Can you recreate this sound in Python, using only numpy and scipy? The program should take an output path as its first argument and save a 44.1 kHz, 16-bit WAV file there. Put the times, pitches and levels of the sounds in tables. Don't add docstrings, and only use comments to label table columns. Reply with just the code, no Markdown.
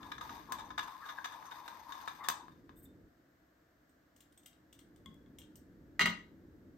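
import sys
import numpy as np
from scipy import signal
from scipy.fft import rfft, irfft, next_fast_len
from scipy.io import wavfile
from scipy.ndimage import uniform_filter1d

SR = 44100
rng = np.random.default_rng(int(sys.argv[2]) if len(sys.argv) > 2 else 0)


def store_pcm(level_fs):
    pcm = np.round(np.clip(level_fs, -1, 1) * 32767).astype(np.int16)
    wavfile.write(sys.argv[1], SR, np.atleast_2d(pcm).T)


N = 298557
TIME = np.arange(N) / SR
SIDES = np.array([[1], [-1]])

# pitch in Hz, level in dB, seconds to
# fade by 60 dB (called t60), left minus right level in dB, how far the left wave leads in radians.
BASKET_MODES = [(704, -12.5, 0.054, 1.5, 6.5), (1054, 9, 0.024, 2, 2.5), (1207, -4, .025, -15, -1.96),
                (1534, -1.5, 0.014, 1.5, 2), (1686, -10, 0.056, 3, -1.3), (3432, -12.5, .03, 10, 4.2),
                (3681, -5.5, 0.034, 6, 0.4), (3850, -30.5, 0.066, 0.5, -0.4), (5043, -16.5, 0.03, 12, -0.5),
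                (6150, -7, 0.042, 3.5, -2.5), (8340, -5.5, 0.012, 1, 1.67), (11100, -21.5, 0.02, 3.5, -6),
                (12000, 1.5, 0.021, -3, -9), (14000, -7, .008, -1, 3.5)]


def from_db(db):
    return 10 ** (np.asarray(db) / 20)


def rms_one(x):
    return x / np.sqrt(np.mean(x ** 2) + 1e-20)


def at_hz(points, hz):
    known_hz, values = np.transpose(points)
    return np.interp(np.log(np.maximum(hz, 1)), np.log(known_hz), values)


def band(x, hz, kind, order=2):
    sections = signal.butter(order, np.clip(hz, 10, SR * .45), kind, fs=SR, output="sos")
    return signal.sosfilt(sections, x + 1e-18)


def drift(per_s):
    targets = rng.standard_normal(2000)
    return np.interp(TIME * per_s, np.arange(len(targets)), targets)


def pan(db):
    return from_db(SIDES * db / 2)


def stereo_noise(size, alike):
    mid, side = rng.standard_normal((2, size))
    return (np.sqrt(1 + alike) * mid + np.sqrt(1 - alike) * side * SIDES) / np.sqrt(2)


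def coloured(noise, colour):
    size = next_fast_len(noise.shape[1])
    gains = from_db(at_hz(colour, np.fft.rfftfreq(size, 1 / SR)))
    return rms_one(irfft(rfft(noise, size) * gains, size)[:, :noise.shape[1]])


def convolve(x, response):
    return signal.oaconvolve(np.atleast_2d(x), response, axes=-1)[:, :N]


def ring(force, modes, vary_db=0):
    out = np.zeros((2, N))
    for hz, db, t60, pan_db, lead in modes:
        decay, turn = from_db(-60 / (t60 * SR)), 2 * np.pi * hz / SR
        push = force * from_db(db + vary_db * drift(25))
        swing = signal.lfilter([1], [1, -decay * np.exp(1j * turn)], push + 1e-18)
        out += pan(pan_db) * np.imag(swing * np.exp(.5j * lead * SIDES))
    return out


def crack(force, colour, t60, pan_db, alike):
    t = TIME[:SR // 8]
    noise = coloured(stereo_noise(len(t), alike), colour)
    return convolve(force, pan(pan_db) * noise * from_db(-60 * t / t60))


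def grains(per_s, spread_db):
    sizes = from_db(spread_db * np.minimum(rng.exponential(1, N), 4)) * rng.choice([-1, 1], N)
    return rms_one(sizes * (rng.random(N) < per_s / SR))


def contacts(rows, chatter, low_db, mid_db, high_db, low_follows=.35, length_s=.001):
    force, t = np.zeros((3, N)), TIME[:SR // 12]
    slips = grains(3000, spread_db=0.91)
    usual_db = np.mean([row[1] for row in rows])
    for start, db, treble_db, *own_length in rows:
        at = round(start * SR)
        length = own_length[0] if own_length else length_s
        burst = chatter * slips[at:at + len(t)] * np.exp(-(t / length) ** 2)
        burst[0] += 1
        levels = [[low_db + low_follows * (db - usual_db)], [db + mid_db], [db + treble_db + high_db]]
        force[:, at:at + len(t)] += from_db(levels) * burst / np.linalg.norm(burst)
    low, mid, high = force
    return band(low, [150, 1400], "band") - band(mid, [1300, 4700], "band") + band(high, 4700, "high")


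def blows(rows):
    force = np.zeros(N)
    for start, db in rows:
        force[round(start * SR)] = from_db(db)
    return force


def gliding_noise(hz, width_hz):
    decay = np.exp(-np.pi * width_hz / SR)
    slow_noise = signal.lfilter([1], [1, -decay], rng.standard_normal((2, N)))
    real, imaginary = rms_one(band(slow_noise, 2 * width_hz, "low", order=1))
    return (real + 1j * imaginary) * np.exp(2j * np.pi * np.cumsum(hz) / SR)


def background():
    # time in seconds, level in dB.
    suppressor_levels = [(0, -57), (.79, -57), (.94, -70), (2.3, -65.5), (2.47, -59.5), (3.04, -57.5),
                         (3.1, -67.5), (3.5, -71.5), (4.5, -68.5), (5.1, -58.5), (6.77, -57)]
    # frequency in Hz, relative level in dB.
    low_colour = [(15, -39), (25, -10.5), (55, -1.5), (160, -4.5), (186, -3), (210, -5), (237, -2.5),
                  (306, 3), (377, -8), (591, -17), (657, -32), (687, -39), (900, -26), (1170, -51.5),
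                  (1980, -120)]
    hiss_colour = [(250, -29), (450, 0), (700, 3.5), (820, -6.5), (1100, -3.5), (1700, 0), (2500, -14.5),
                   (5500, -17.5), (8700, -21.5), (10300, -34.5), (11800, -18), (14000, -17), (16000, -25.5)]
    times, levels_db = np.transpose(suppressor_levels)
    suppressor_gain = from_db(np.interp(TIME, times, levels_db) - 1)
    low_noise = suppressor_gain * coloured(stereo_noise(N, alike=0.92), low_colour)
    hiss = from_db(-73) * pan(1.2) * coloured(stereo_noise(N, alike=0.12), hiss_colour)
    return low_noise + hiss


def swell(age, after, attack_s, t60):
    return np.minimum(age / attack_s, 1) * from_db(-60 * after / t60)


def strokes(rest_hz=954.5, rise_hz=118, settle_s=.14):
    # start and end in seconds, note level in dB, grit level in dB, fade over the stroke in dB.
    hand_strokes = [(-0.06, 0.128, -50.5, -63.5, 4.5), (0.193, 0.264, -44, -55, 9),
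                    (0.274, 0.4, -47.5, -56.5, 7), (0.471, 0.72, -44, -61, 12), (0.767, 0.986, -48, -62, 5),
                    (0.991, 1.23, -47, -59, 8), (1.217, 1.823, -52.5, -65, -0.5),
                    (1.839, 2.12, -49.5, -61, 3), (2.179, 2.36, -45, -69, 2.5),
                    (2.371, 2.474, -43.5, -99, 21.5)]
    hz, note, grit = np.full(N, rest_hz), 0, 0
    for start, end, note_db, grit_db, fade_db in hand_strokes:
        age, after = np.maximum(TIME - start, 0), np.maximum(TIME - end, 0)
        eased_db = fade_db * np.minimum(age / (end - start), 1)
        note = np.maximum(note, from_db(note_db - eased_db) * swell(age, after, attack_s=.035, t60=.16))
        grit = np.maximum(grit, from_db(grit_db - eased_db) * swell(age, after, attack_s=.047, t60=1))
        hz = np.where(age > 0, rest_hz + rise_hz * np.exp(-age / settle_s), hz)
    return hz, note, grit


def stirring(waver=.06, wander=0.038, lead_radians=0.23):
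    hz, note_gain, grit_gain = strokes()
    hollow = gliding_noise(hz * (1 + waver * drift(45) + wander * drift(10)), width_hz=124)
    hollow = pan(6.4) * np.real(hollow * np.exp(.5j * lead_radians * SIDES))
    clumps = grit_gain * from_db(2.5 * drift(50))
    steel = from_db(-22) * ring(grains(2900, spread_db=5.5) * clumps, BASKET_MODES, vary_db=2.5)
    crunch = np.sqrt(np.abs(uniform_filter1d(grains(1800, spread_db=2.5) ** 2, size=40)))
    # frequency in Hz, relative level in dB.
    grit_colour = [(250, -27.5), (600, -12.5), (1100, 2.5), (1400, -5.5), (1650, 8), (2200, -2), (3100, -8),
                   (4500, -4.5), (6200, -11), (7200, -17), (11000, -17), (13500, -4.5), (15500, -33)]
    grounds = clumps * crunch * pan(6) * coloured(stereo_noise(N, alike=0.47), grit_colour)
    return note_gain * from_db(-3 + drift(25)) * hollow + steel + grounds


def basket_hits():
    # start in seconds, level in dB, extra treble in dB and, for scrapes, length in seconds.
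    scrapes = [(0.029, -46.5, -41, 0.0061), (0.1175, -36.5, -18, 0.0055), (0.181, -44.5, -33, 0.0047),
               (0.2095, -41, -8, .011), (0.2935, -43.5, -34, 0.0059), (0.5842, -43, -5, 0.029),
               (0.7044, -45, -42, .011), (0.7785, -31, -39, 0.007), (0.791, -31.5, -20, 0.0065),
               (0.828, -48, 2, 0.013), (0.877, -47.5, -11, 0.01), (1.06, -46.5, -20, 0.0067),
               (1.0887, -38.5, -24, 0.017), (1.2435, -34, -11, 0.012), (1.2554, -44.5, 1, .006),
               (1.3218, -46, -5, 0.023), (1.5118, -42.5, -24, 0.015), (1.6785, -41.5, -4, 0.0063),
               (1.922, -41, -7, 0.0052), (2.081, -39, -7, 0.0042), (2.2386, -43, -0.5, 0.03)]
    taps = [(0.5219, -37.5, -3.5), (0.5286, -45.5, -14), (0.782, -37.5, -14), (1.1855, -48.5, -33),
            (1.426, -53.5, -36), (2.0765, -39.5, -23), (2.286, -28.5, -1), (2.3, -33.5, -9),
            (2.482, -53.5, -45), (2.6932, -55.5, -44)]
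    # frequency in Hz, relative level in dB.
    crack_colour = [(200, -29.5), (500, -9), (1000, -0.5), (1700, 8), (2600, 2.5), (4500, 1.5),
                    (6200, -0.5), (7200, 2.5), (11000, -2.5), (13500, -2.5), (16000, -4)]
    scrape = contacts(scrapes, chatter=0.23, low_db=-50, mid_db=0, high_db=-3.5, low_follows=.3)
    tap = contacts(taps, chatter=0.081, low_db=-42.5, mid_db=-5, high_db=5,
                   low_follows=0.74, length_s=0.00027)
    rasp = from_db(-1) * crack(scrape, crack_colour, t60=0.014, pan_db=4.5, alike=.5)
    snap = from_db(0.5) * crack(tap, crack_colour, t60=0.021, pan_db=1, alike=1)
    return ring(scrape + tap, BASKET_MODES) + rasp + snap


def glides(rows):
    hz, gain = np.full(N, float(rows[0][2])), np.zeros(N)
    for start, length, first_hz, last_hz, db in rows:
        along = np.clip((TIME - start) / length, 0, 1)
        hz = np.where(along > 0, first_hz + (last_hz - first_hz) * along, hz)
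        gain += from_db(db) * np.sin(np.pi * along)
    return hz, gain


def needle_squeaks():
    # start and length in seconds, first and last pitch in Hz, level in dB.
    wall_slides = [(1.017, .055, 1850, 1400, -54), (1.087, .035, 1770, 1760, -52.5),
                   (1.179, .016, 1665, 1605, -46), (2.195, .09, 2080, 1720, -54)]
    exit_squeaks = [(2.752, 0.073, 8060, 8500, -73), (2.82, .046, 8860, 7270, -70)]
    slide_hz, slide_gain = glides(wall_slides)
    squeak_hz, squeak_gain = glides(exit_squeaks)
    slide = slide_gain * gliding_noise(slide_hz, width_hz=100).real
    squeak = gliding_noise(squeak_hz, width_hz=360).real
    overtone = from_db(6) * gliding_noise(1.64 * squeak_hz, width_hz=1600).real
    return pan(6) * slide + squeak_gain * (squeak + overtone)


def needle_twangs():
    # start in seconds, level in dB.
    releases = [(2.767, -73.5), (2.855, -65)]
    bending_mode = (3610, 0, 0.12, 3.4, 0.52)
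    return ring(blows(releases), [bending_mode])


def lining_up(needle_count=4, pitch_spread=0.04):
    # start in seconds, level in dB, extra treble in dB.
    needle_ticks = [(3.8934, -73.5, 1.5), (4.1624, -57, -3), (4.2053, -56.5, 4), (4.3236, -67, -1),
                    (4.3752, -61.5, 4.5), (4.433, -63, -5), (4.459, -48.5, -1), (4.5281, -55, -28),
                    (4.7273, -49, -7.5), (4.79, -51.5, -6), (4.9604, -59, -9), (5.385, -47.5, -3.5),
                    (5.4165, -48, -35), (5.556, -65.5, 15.5)]
    handle_nudges = [(5.0595, -43, -14.5), (5.143, -75, 11), (5.2614, -61, -22)]
    # pitch in Hz, level in dB, t60 in seconds, left minus right in dB, left lead in radians.
    needle_modes = [(3140, -19.5, 0.061, -1, 0.0011), (3540, -12.5, 0.011, 12, 0.52),
                    (6030, -10, 0.016, -3, 0.82), (7500, -30, 0.011, -5, 0.67),
                    (8690, -9, 0.038, -14, 0.61)]
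    handle_modes = [(1082, 0.5, 0.11, 3, 0), (2132, -0.5, 0.075, 4.5, 0.045), (2560, -38, 0.028, 4, 0),
                    (3360, 2.5, 0.038, 5, 0.24)]
    # frequency in Hz, relative level in dB.
    crack_colour = [(600, -5), (2000, -10), (3200, -2), (5000, -6.5), (8600, 1.5), (10500, -11), (13000, 2),
                    (16000, -1)]
    ticks = [contacts(needle_ticks[k::needle_count], chatter=0.74, low_db=-92, mid_db=1, high_db=0.5,
                      length_s=0.0043) for k in range(needle_count)]
    needles = 0
    for tick, detune in zip(ticks, np.linspace(-1, 1, needle_count)):
        modes = [(hz * (1 + pitch_spread * detune), *rest) for hz, *rest in needle_modes]
        needles = needles + ring(tick, modes, vary_db=2.5)
    nudge = contacts(handle_nudges, chatter=0.06, low_db=-90, mid_db=-8, high_db=1.5,
                     low_follows=0.66, length_s=0.003)
    snap = from_db(0.5) * crack(sum(ticks) + nudge, crack_colour, t60=0.013, pan_db=6, alike=0.31)
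    rustle = from_db(-10.5) * crack(sum(ticks), crack_colour, t60=0.14, pan_db=9, alike=0.57)
    return needles + ring(nudge, handle_modes) + snap + rustle


def table_thuds():
    # start in seconds, level in dB.
    thuds = [(5.062, -52), (5.089, -57), (5.999, -47), (6.011, -39.5), (6.039, -37.5), (6.0845, -39)]
    table_modes = [(179, -1.5, 0.21, 0.0012, 0.025), (216.3, -1.7, 0.24, 0.0078, 0.001)]
    return ring(blows(thuds), table_modes)


def dropping_home():
    # start in seconds, level in dB, extra treble in dB.
    knocks = [(5.9942, -21, -15), (5.998, -40.5, -8), (6.006, -28, -10), (6.011, -22, -12.5),
              (6.018, -23.5, -19.5), (6.0575, -24.5, -8.5), (6.064, -47.5, -6), (6.072, -30, -22),
              (6.098, -53, 9)]
    # pitch in Hz, level in dB, t60 in seconds, left minus right in dB, left lead in radians.
    stand_modes = [(400, -9, .08, 7, -0.097), (659, -16, 0.055, -3.5, -0.22),
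                   (953, -6.5, 0.12, -0.5, -0.49), (1063, -21, 0.038, -0.5, -.3),
                   (1277, -4, 0.059, -3, -0.14), (1490, -8.5, 0.13, -6.5, 0), (1960, 2.5, .09, 0, 0),
                   (2023, -12.5, 0.14, 1.5, -0.07), (2150, -8, 0.088, 3.5, -0.12),
                   (2033, -7, 0.06, 2, 0.92), (2110, -9, .13, -0.5, 0.093),
                   (2440, -14.5, 0.066, 1.5, 0.093), (2320, -27.5, 0.11, 1, 0), (2680, -18.5, .09, 1, 0.5),
                   (2780, -2.5, 0.046, 2.5, -0.41), (3010, -21, 0.062, -1.5, 0.32),
                   (3130, -17.5, 0.085, 0, .3), (3600, -31, 0.17, 5, .3), (3900, -15, 0.13, 10.5, 1.5),
                   (4225, -27, 0.22, 13, 0.35), (5800, -29.5, 0.142, 14.5, 0.41),
                   (6010, -29.5, 0.31, 17.5, -0.18), (8530, -12, 0.077, 8, -0.28)]
    # frequency in Hz, relative level in dB.
    crack_colour = [(120, -29), (550, -4.5), (1200, 17.5), (1650, -2), (2100, 6), (2500, -1), (2900, 8),
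                    (4500, 0), (7000, 1), (10000, -10.5), (14000, 4), (16000, -6)]
    force = contacts(knocks, chatter=0.044, low_db=-38.5, mid_db=-4, high_db=-6,
                     low_follows=0.2, length_s=0.0021)
    ringing = ring(force, stand_modes, vary_db=-1)
    return ringing + from_db(2) * crack(force, crack_colour, t60=0.053, pan_db=2, alike=0.16)


def room(x, tail_db, early_db, echoes_per_s=1500):
    # frequency in Hz, seconds the tail takes to fade by 60 dB.
    fade_times = [(150, .4), (1000, 0.33), (3000, 0.34), (6000, 0.33), (14000, 0.12)]
    t, edges_hz = TIME[:SR * 2 // 3], np.geomspace(60, 17000, 10)
    tail = 0
    for low, high in zip(edges_hz, edges_hz[1:]):
        noise = band(stereo_noise(len(t), alike=.95 if high < 450 else .3), [low, high], "band")
        tail = tail + noise * from_db(-60 * t / at_hz(fade_times, np.sqrt(low * high)))
    tail = tail * np.clip((t - .005) / 0.0062, 0, 1)
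    arrivals = (rng.random(len(t)) < echoes_per_s / SR) * (t > .002)
    early = stereo_noise(len(t), alike=.5) * arrivals * np.exp(-t / .018)
    response = (from_db(tail_db) * rms_one(tail) + from_db(early_db) * rms_one(early)) / np.sqrt(len(t))
    return x + convolve(x, response)


def scene():
    at_basket = stirring() + needle_squeaks() + needle_twangs() + basket_hits()
    near = pan(0.27) * room(at_basket, tail_db=-10, early_db=-10.5)
    far = room(lining_up() + dropping_home() + table_thuds(), tail_db=-8.5, early_db=-13.5)
    return near + far + background()


def record(dry, port_hz=10100, port_width_hz=1600, lowest_hz=36, highest_hz=15800):
    mid, side = (dry[0] + dry[1]) / 2, (dry[0] - dry[1]) / 2
    side = .3 * side + .7 * signal.sosfiltfilt(signal.butter(3, 7800, fs=SR, output="sos"), side)
    decay = np.exp(-np.pi * port_width_hz / SR)
    port = [1, -2 * decay * np.cos(2 * np.pi * port_hz / SR), decay * decay]
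    right = signal.lfilter(port[::-1], port, mid - side)
    both = band(np.array([mid + side, right]), lowest_hz, "high", order=4)
    return signal.sosfilt(signal.ellip(10, .2, 80, highest_hz, fs=SR, output="sos"), both)


dry = scene()
out = record(dry)
store_pcm(out)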